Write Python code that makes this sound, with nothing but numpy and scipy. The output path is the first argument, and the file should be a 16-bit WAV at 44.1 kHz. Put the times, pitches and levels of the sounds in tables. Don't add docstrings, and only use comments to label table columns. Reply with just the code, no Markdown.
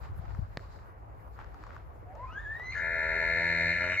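import sys
import numpy as np
from scipy import signal
from scipy.io import wavfile
from scipy.ndimage import uniform_filter1d

SR = 44100
rng = np.random.default_rng(int(sys.argv[2]) if len(sys.argv) > 2 else 0)


def to_linear_factor(level_db):
    exponent = np.asarray(level_db, float) / 20
    return 10 ** exponent


def file_out(sig):
    cols = np.atleast_2d(sig).T
    lim = np.clip(cols, -1, 1)
    pcm = np.round(lim * 32767).astype(np.int16)
    wavfile.write(sys.argv[1], SR, pcm)


N = 176400
ELK_PAN_DB, ELK_LAG_S = 1.5, .00004


def level(x, db=0):
    return x * to_linear_factor(db) / np.sqrt(np.mean(x ** 2))


def peak(x):
    return x / np.max(np.abs(x))


def curve(table, col):
    a = np.array(table, float)
    return np.interp(np.arange(N) / SR, a[:, 0], a[:, col])


def inside(table, fade=.006):
    t = np.arange(N) / SR
    return np.clip(np.minimum(t - table[0][0], table[-1][0] + fade - t) / fade, 0, 1)


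def band(x, hz, width_hz, order=1):
    edges = np.clip([hz - width_hz / 2, hz + width_hz / 2], 10, .49 * SR)
    return signal.sosfilt(signal.butter(order, edges, "band", fs=SR, output="sos"), x)


def body(x, table, order=1):
    return sum((-1) ** k * to_linear_factor(db) * band(x, hz, w, order=order) for k, (hz, w, db) in enumerate(table))


def walk(rate):
    k = max(int(SR / rate), 2)
    return level(uniform_filter1d(uniform_filter1d(rng.standard_normal(N), k), k))


def pair(x, pan_db, lag_s):
    late = np.interp(np.arange(N) - lag_s * SR, np.arange(N), x)
    return np.array([x * to_linear_factor(pan_db / 2), late * to_linear_factor(-pan_db / 2)])


def pipe(hz, overtones_db, blur=0):
    phase = 2 * np.pi * np.cumsum(hz) / SR
    overtones = sum(to_linear_factor(db) * np.sin((k + 2) * phase + blur) for k, db in enumerate(overtones_db))
    return np.sqrt(2) * np.sin(phase), overtones


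# (t/s, level/dB)
HISS_DB = [(0, -77), (.14, -84), (.18, -67), (.21, -81), (.52, -83), (.62, -81), (1.11, -85), (1.31, -78.5),
           (1.36, -81.5), (2.5, -84.5), (2.57, -76), (2.78, -83), (2.83, -84), (4, -82.5)]


def hiss():
    n = rng.standard_normal((2, N))
    colour = band(n, 12600, 5000, order=2) + 0.39 * band(n, 11000, 9000)
    return level(colour) * to_linear_factor(curve(HISS_DB, 1) + 1.5 * walk(30))


# (f/Hz, level/dB per Hz)
HUSH = [(200, 2), (600, 5), (1000, 6), (1600, -7.5), (2400, -18.5), (3200, -49), (7000, -28), (8500, -48)]


def hush():
    out, swell, a = 0, walk(1.0), np.array(HUSH)
    for hz in 200 * 2 ** np.arange(0, 5.4, .4):
        shared, own = rng.standard_normal(N), rng.standard_normal((2, N))
        mix = pair(shared, 3.2, -.00043) + min(0.6 + hz / 2500.0, 3) * own
        density_db = np.interp(np.log(hz), np.log(a[:, 0]), a[:, 1])
        db = density_db + 10 * np.log10(hz) + 0.13 * swell + 3.0 * walk(30)
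        out = out + to_linear_factor(db) * level(band(mix, hz, hz * 0.34, order=2))
    return level(out, -54.5)


# (f/Hz, width/Hz, level/dB)
RUMBLE = [(49, 14.85, 1), (74.6, 31, -2.5), (103, 10.4, -1.5), (154, 37, -20)]
# (t/s, level/dB)
RUMBLE_DB = [(0, -45), (.44, -44), (.5, -49), (.92, -53), (1.5, -52), (2.3, -50.5), (3.15, -49.5),
             (4, -52.5)]


def rumble():
    mid, side = (body(rng.standard_normal(N), RUMBLE) for _ in range(2))
    both = pair(mid, 1.0, 0) + .6 * side * np.array([[1], [-1]])
    return level(both) * to_linear_factor(curve(RUMBLE_DB, 1) + 5.0 + 0.62 * walk(36))


# (t/s, grass level/dB, cloth level/dB)
RUSTLE = [(0, -43, -58), (.12, -65, -83.5), (.3, -55.5, -72), (.47, -73, -79.5), (.62, -64, -69.5),
          (.8, -63.5, -72), (.95, -83, -93), (1.3, -86, -84.5), (1.4, -52, -78), (1.5, -62, -80),
          (1.75, -54.5, -73), (1.85, -64.5, -90), (2.08, -74, -92), (2.16, -62.5, -79), (2.75, -54.5, -78)]


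def rustle():
    grain_size = to_linear_factor(np.minimum(5.2 * rng.exponential(size=N), 10))
    grains = rng.standard_normal((2, N)) * grain_size * (rng.random(N) < .08)
    grass = band(grains + 0.11 * grains[::-1], 1200, 940, order=2)
    rubbing = rng.standard_normal((2, N)) * to_linear_factor(2.0 * walk(40))
    cloth = band(rubbing, 4450, 1500, order=2) + 0.5 * band(rubbing, 6900, 1300, order=2)
    both = level(grass) * to_linear_factor(curve(RUSTLE, 1)) + level(cloth) * to_linear_factor(curve(RUSTLE, 2))
    return both * inside(RUSTLE, fade=0.057)


# (t/s, peak level/dB, f/Hz)
THUMPS = [
    (.13, -37, 54),
    (0.195, -35.5, 90),
    (0.286, -36, 57),
    (0.338, -38, 68),
    (0.392, -30, 103),
    (0.425, -33, 62.4),
]


def thumps():
    out, t = np.zeros((2, N + 4410)), np.arange(4410) / SR
    for s, db, hz in THUMPS:
        u = (t - .05) * hz
        swing = 1.98 * np.sin(2 * np.pi * u) * np.exp(-(u / 0.37) ** 2)
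        out[:, int((s - .05) * SR):][:, :len(t)] -= to_linear_factor(db) * swing * to_linear_factor([[5.5], [-9]])
    return out[:, :N]


# (t/s, peak level/dB, ring f/Hz,
# crackle level/dB re ring)
CLICKS = [(0.254, -44, 1160, -14), (0.349, -38, 1140, -15), (0.5738, -39.5, 1780, -22),
          (.579, -56, 1700, -10), (0.5943, -43, 1460, -26), (.76, -51, 1640, -20),
          (0.789, -47.5, 1550, -16), (1.278, -45, 880, -28), (1.39, -34.5, 1140, -23),
          (1.415, -39.5, 1250, -21), (1.444, -42.5, 1280, -11), (1.544, -42, 1220, -11),
          (1.638, -36.5, 1230, -11), (1.667, -40.5, 1240, -9), (1.706, -39, 1340, -29),
          (1.765, -35.5, 1190, -20), (2.153, -43, 696, -10), (2.326, -40, 750, -30),
          (2.597, -36.5, 940, -21), (2.63, -43, 1100, -38)]


def clicks():
    out, t = np.zeros((2, N + 4410)), np.arange(4410) / SR
    noises = rng.standard_normal((len(CLICKS), len(t)))
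    for (s, db, hz, top_db), noise in zip(CLICKS, noises):
        burst = (noise + 12 * (t == 0)) * to_linear_factor(-60 * t / 0.019)
        ring = peak(band(burst, hz, 620, order=2))
        crackle = peak(band(burst, 4200, 3400, order=2))
        click = ring + to_linear_factor(top_db) * crackle
        out[:, int(s * SR):][:, :len(t)] += to_linear_factor(db) * click * to_linear_factor([[2.2], [-2.2]])
    return out[:, :N]


# (f/Hz, width/Hz, level/dB, t60/s)
SNAP = [(194, 150, -11.5, 0.025), (463, 630, 1, 0.024), (1700, 630, -1.5, 0.026), (4180, 940, -4.5, 0.015),
        (10900, 5000, -38, 0.022)]


def snap():
    snap_s, snap_db = .5722, -23
    t = np.arange(N) / SR - snap_s
    hit = (np.arange(N) == int(snap_s * SR)) * 45 + rng.standard_normal(N) * (t > 0)
    sound = 0
    for hz, width, db, t60 in SNAP:
        ring = band(hit * to_linear_factor(-60 * np.abs(t) / t60), hz, width, order=2)
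        sound = sound + peak(ring) * to_linear_factor(db)
    return to_linear_factor(snap_db) * peak(sound) * to_linear_factor([[-.7], [.7]])


def echo(x):
    echo_db, t60_s, own_share = -7, .32, .9
    t = np.arange(int(.4 * SR)) / SR
    tails = rng.standard_normal(len(t)) + own_share * rng.standard_normal((2, len(t)))
    tails = tails * to_linear_factor([[ELK_PAN_DB / 2], [-ELK_PAN_DB / 2]])
    tails = tails * to_linear_factor(-60 * t / t60_s) * (t > .008)
    tails = tails / np.sqrt(np.sum(tails[0] ** 2))
    return to_linear_factor(echo_db) * signal.fftconvolve(x[None], tails, axes=1)[:, :N]


# (t/s, f/Hz, level/dB, overtone level/dB)
START = [(2.05, 757, -72, -78), (2.075, 702.6, -56, -70), (2.114, 751, -49.5, -72),
         (2.148, 834, -62.5, -60), (2.2, 973, -46.5, -63), (2.245, 1051, -36.5, -68),
         (2.258, 1020, -39.5, -60), (2.268, 1170, -75, -65.5)]
CLIMB = [(2.269, 1200, -67, -64), (2.299, 1266, -50, -63), (2.319, 1370, -56, -59),
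         (2.345, 1542, -49.5, -64), (2.364, 1593, -39, -62.5), (2.407, 1811, -46.5, -67.5),
         (2.437, 1805, -47, -69)]
HOLD = [(2.435, 1760, -50.5, -74), (2.463, 1678, -35.5, -66.5), (2.5, 1760, -38.5, -69),
        (2.542, 1813, -36.5, -69.5), (2.575, 1904, -46, -72), (2.632, 1997, -43, -67),
        (2.69, 2043, -42, -51), (2.711, 2100, -40, -52), (2.722, 2240, -71, -68)]
CLOSE = [
    (3.963, 2173, -44, -62),
    (3.985, 2169, -26.5, -44),
    (4.0, 2150, -27.5, -44),
]
OVERTONES_DB = [6.5, -16.5, -19]
# (f/Hz, width/Hz, level/dB)
MOUTH = [(2500, 830, -3), (4055, 1100, -9), (6050, 500, 9), (7050, 810, 8)]
# (f/Hz, width/Hz, level/dB)
LINGER = [(735, 16, -8), (1035, 24, -12), (1270, 9, 8), (1590, 18, -3), (1740, 22, -12)]
# (t/s, f/Hz, level/dB)
MOAN = [(2.09, 688, -62), (2.15, 597, -56), (2.22, 548, -57), (2.26, 558, -70)]
# (t/s, level/dB)
CRACK = [
    (2.712, -74),
    (2.74, -64.5),
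    (2.79, -58.5),
    (2.815, -72.5),
]
# (f/Hz, width/Hz, level/dB)
CRACK_BANDS = [(2840, 440, -1.5), (4300, 1300, -1.5), (6600, 800, -2.5)]


def whistle():
    out, over = 0, 0
    for part in (START, CLIMB, HOLD, CLOSE):
        unsteady = 1 + .006 * walk(120) + .005 * walk(430)
        hz = uniform_filter1d(curve(part, 1), size=300) * unsteady
        tone, upper = pipe(hz, OVERTONES_DB, blur=1.1 * walk(250))
        out = out + tone * to_linear_factor(curve(part, 2) + 2.0 * walk(42)) * inside(part, fade=0.0036)
        over = over + upper * to_linear_factor(curve(part, 3) + 3.75 * walk(90)) * inside(part, fade=.01)
    moan, _ = pipe(curve(MOAN, 1) * (1 + 0.0835 * walk(185)), [-20])
    moan = moan * to_linear_factor(curve(MOAN, 2) + 3.0 * walk(60)) * inside(MOAN)
    crack = level(body(rng.standard_normal(N), CRACK_BANDS, order=2))
    crack = crack * to_linear_factor(curve(CRACK, 1)) * inside(CRACK)
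    return out + body(out, LINGER) + body(over, MOUTH, order=2) + moan + crack


# (t/s, growl f/Hz, swept whistle level/dB, chest level/dB, sweep centre f/Hz, sweep width/Hz, roughness 0-1)
ROAR = [(2.712, 95.5, -31.5, -64, 2314, 499.6, .9), (2.735, 94.1, -47.5, -69, 2134, 675, 0.7),
        (2.755, 90, -35.5, -55, 1700, 453, .45), (2.85, 82.53, -32, -44, 1836, 895, 0.14),
        (3.11, 80.7, -30.5, -39.5, 1890, 1101, 0.17), (3.4, 83.52, -29, -39, 1973, 1102, .16),
        (3.7, 84.34, -28, -42.5, 2040, 1115, 0.1), (3.77, 87.97, -31, -47.5, 1974, 1200, 0.34),
        (3.83, 89.7, -31, -40, 2016, 1418, .25), (3.955, 89.13, -32.5, -44, 2116, 1923, .35),
        (3.985, 88.5, -35.5, -54, 2142, 598, 0.2)]
ROAR_OVERTONES_DB = [-3, -2.5, 0]
# (f/Hz, width/Hz, level/dB, left minus right/dB)
THROAT = [(1397.6, 41.6, 2, 7.5), (1730, 67, -0.5, 6.5), (2102, 101, 0, 1.5), (2427, 110, -4, -4.5),
          (2678, 29, -10, -5), (2930, 75, -13, 4)]
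# (f/Hz, width/Hz, level/dB)
UPPER_THROAT = [(3754, 150, -23), (5750, 420, -36), (6360, 580, -48), (7360, 600, -40), (3370, 500, -41.5)]
# (f/Hz, width/Hz, level/dB)
EDGES = [(1130, 92, 7), (2710, 200, -5.5), (2975, 95, -8)]
# (t/s, level/dB)
OPENING = [(2.72, -17), (2.78, -8.5), (2.83, -30.5), (3.76, -33.5), (3.84, -15), (3.95, -10.5),
           (3.98, -18.5)]
# (t/s, level/dB)
RIDGE = [(2.75, -22), (3.1, -20), (3.4, -18.5), (3.8, -19), (3.9, -25.5), (4, -33)]
# (f/Hz, width/Hz, level/dB)
CHEST = [(90, 23, -1), (159, 41, -0.5), (270, 83, -9.5), (412, 110, -7.5), (533.6, 87, -3.5),
         (636.5, 70.7, 2.5), (918, 94, -3)]
# (t/s, level/dB)
DEEP = [(2.7, -4.5), (3.3, -2.5), (3.5, 4), (3.75, 8.5), (3.85, 2.5)]


def roar():
    open_share = .72
    rough, on = np.clip(curve(ROAR, 6), 0, 1), inside(ROAR, fade=.02)
    cycles = np.cumsum(curve(ROAR, 1) * (1 + 0.095 * rough * walk(60))) / SR
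    phase, index = cycles % 1, cycles.astype(int)
    chance = rng.standard_normal((N // 100, 2))[index].T
    sweep = phase / open_share - .5 + .2 * rough * chance[0] + .15 * rough * walk(500)
    hz = curve(ROAR, 4) + curve(ROAR, 5) * sweep
    gate = np.sin(np.pi * np.clip(phase / open_share, 0, 1) ** 0.76) + 0.15 + .9 * rough
    size = to_linear_factor(3.5 * rough * chance[1])
    tone, upper = pipe(uniform_filter1d(hz, size=40), ROAR_OVERTONES_DB)
    breath = to_linear_factor(-26) * (3 + 12 * rough ** 2) * rng.standard_normal(N)

    voiced = (tone + breath) * gate * size
    steep = band(voiced, 2200, 2100, order=2)
    low = 0
    for k, (f, w, db, pan_db) in enumerate(THROAT):
        low = low + (-1) ** k * to_linear_factor(db) * pair(band(steep, f, w), pan_db, ELK_LAG_S)
    low = low + to_linear_factor(curve(OPENING, 1)) * pair(body(voiced, EDGES, order=2), ELK_PAN_DB, ELK_LAG_S)

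    bright = (upper + breath) * gate * size
    ridge = to_linear_factor(curve(RIDGE, 1)) * band(bright, 4217, 267, order=2)
    high = body(bright, UPPER_THROAT, order=2) - ridge

    noise = to_linear_factor(-62.0) * rough * rng.standard_normal(N) * np.exp(-phase / .4)
    pulses = np.diff(index, prepend=0) * size + noise
    chest = -to_linear_factor(curve(DEEP, 1)) * body(pulses, CHEST[:3])
    for k, row in enumerate(CHEST[3:]):
        unsteady = to_linear_factor(1.0 * walk(8.9) + 2.1 * walk(40))
        chest = chest + (-1) ** k * body(pulses, [row], order=2) * unsteady
    chest = band(chest, 632, 1154, order=2)

    def rms(v):
        return np.sqrt(np.mean((v * on) ** 2) / np.mean(on ** 2))

    gain = on * to_linear_factor(curve(ROAR, 2)) / rms(low)
    brighten_db = 6.0 + 0.0349 * (curve(ROAR, 4) - 1938.5)
    return low * gain, on * chest / rms(chest) * to_linear_factor(curve(ROAR, 3)), high * gain * to_linear_factor(brighten_db)


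def scene():
    throat, chest, high = roar()
    low = chest + whistle()
    direct = throat + pair(low, ELK_PAN_DB, ELK_LAG_S) + pair(high, 4.6, .000085)
    call = direct + echo(throat.mean(axis=0) + low + high)
    air = call + hush() + rumble() + rustle() + clicks() + thumps()
    dulled = signal.sosfilt(signal.butter(10, 7900, fs=SR, output="sos"), air)
    return dulled + snap() + hiss()


def band_limit(x):
    return signal.sosfilt(signal.butter(12, 15750, fs=SR, output="sos"), x)


def record(dry):
    cut = signal.sosfilt(signal.butter(2, 38, "high", fs=SR, output="sos"), dry)
    return band_limit(cut)


dry = scene()
out = record(dry)
file_out(out)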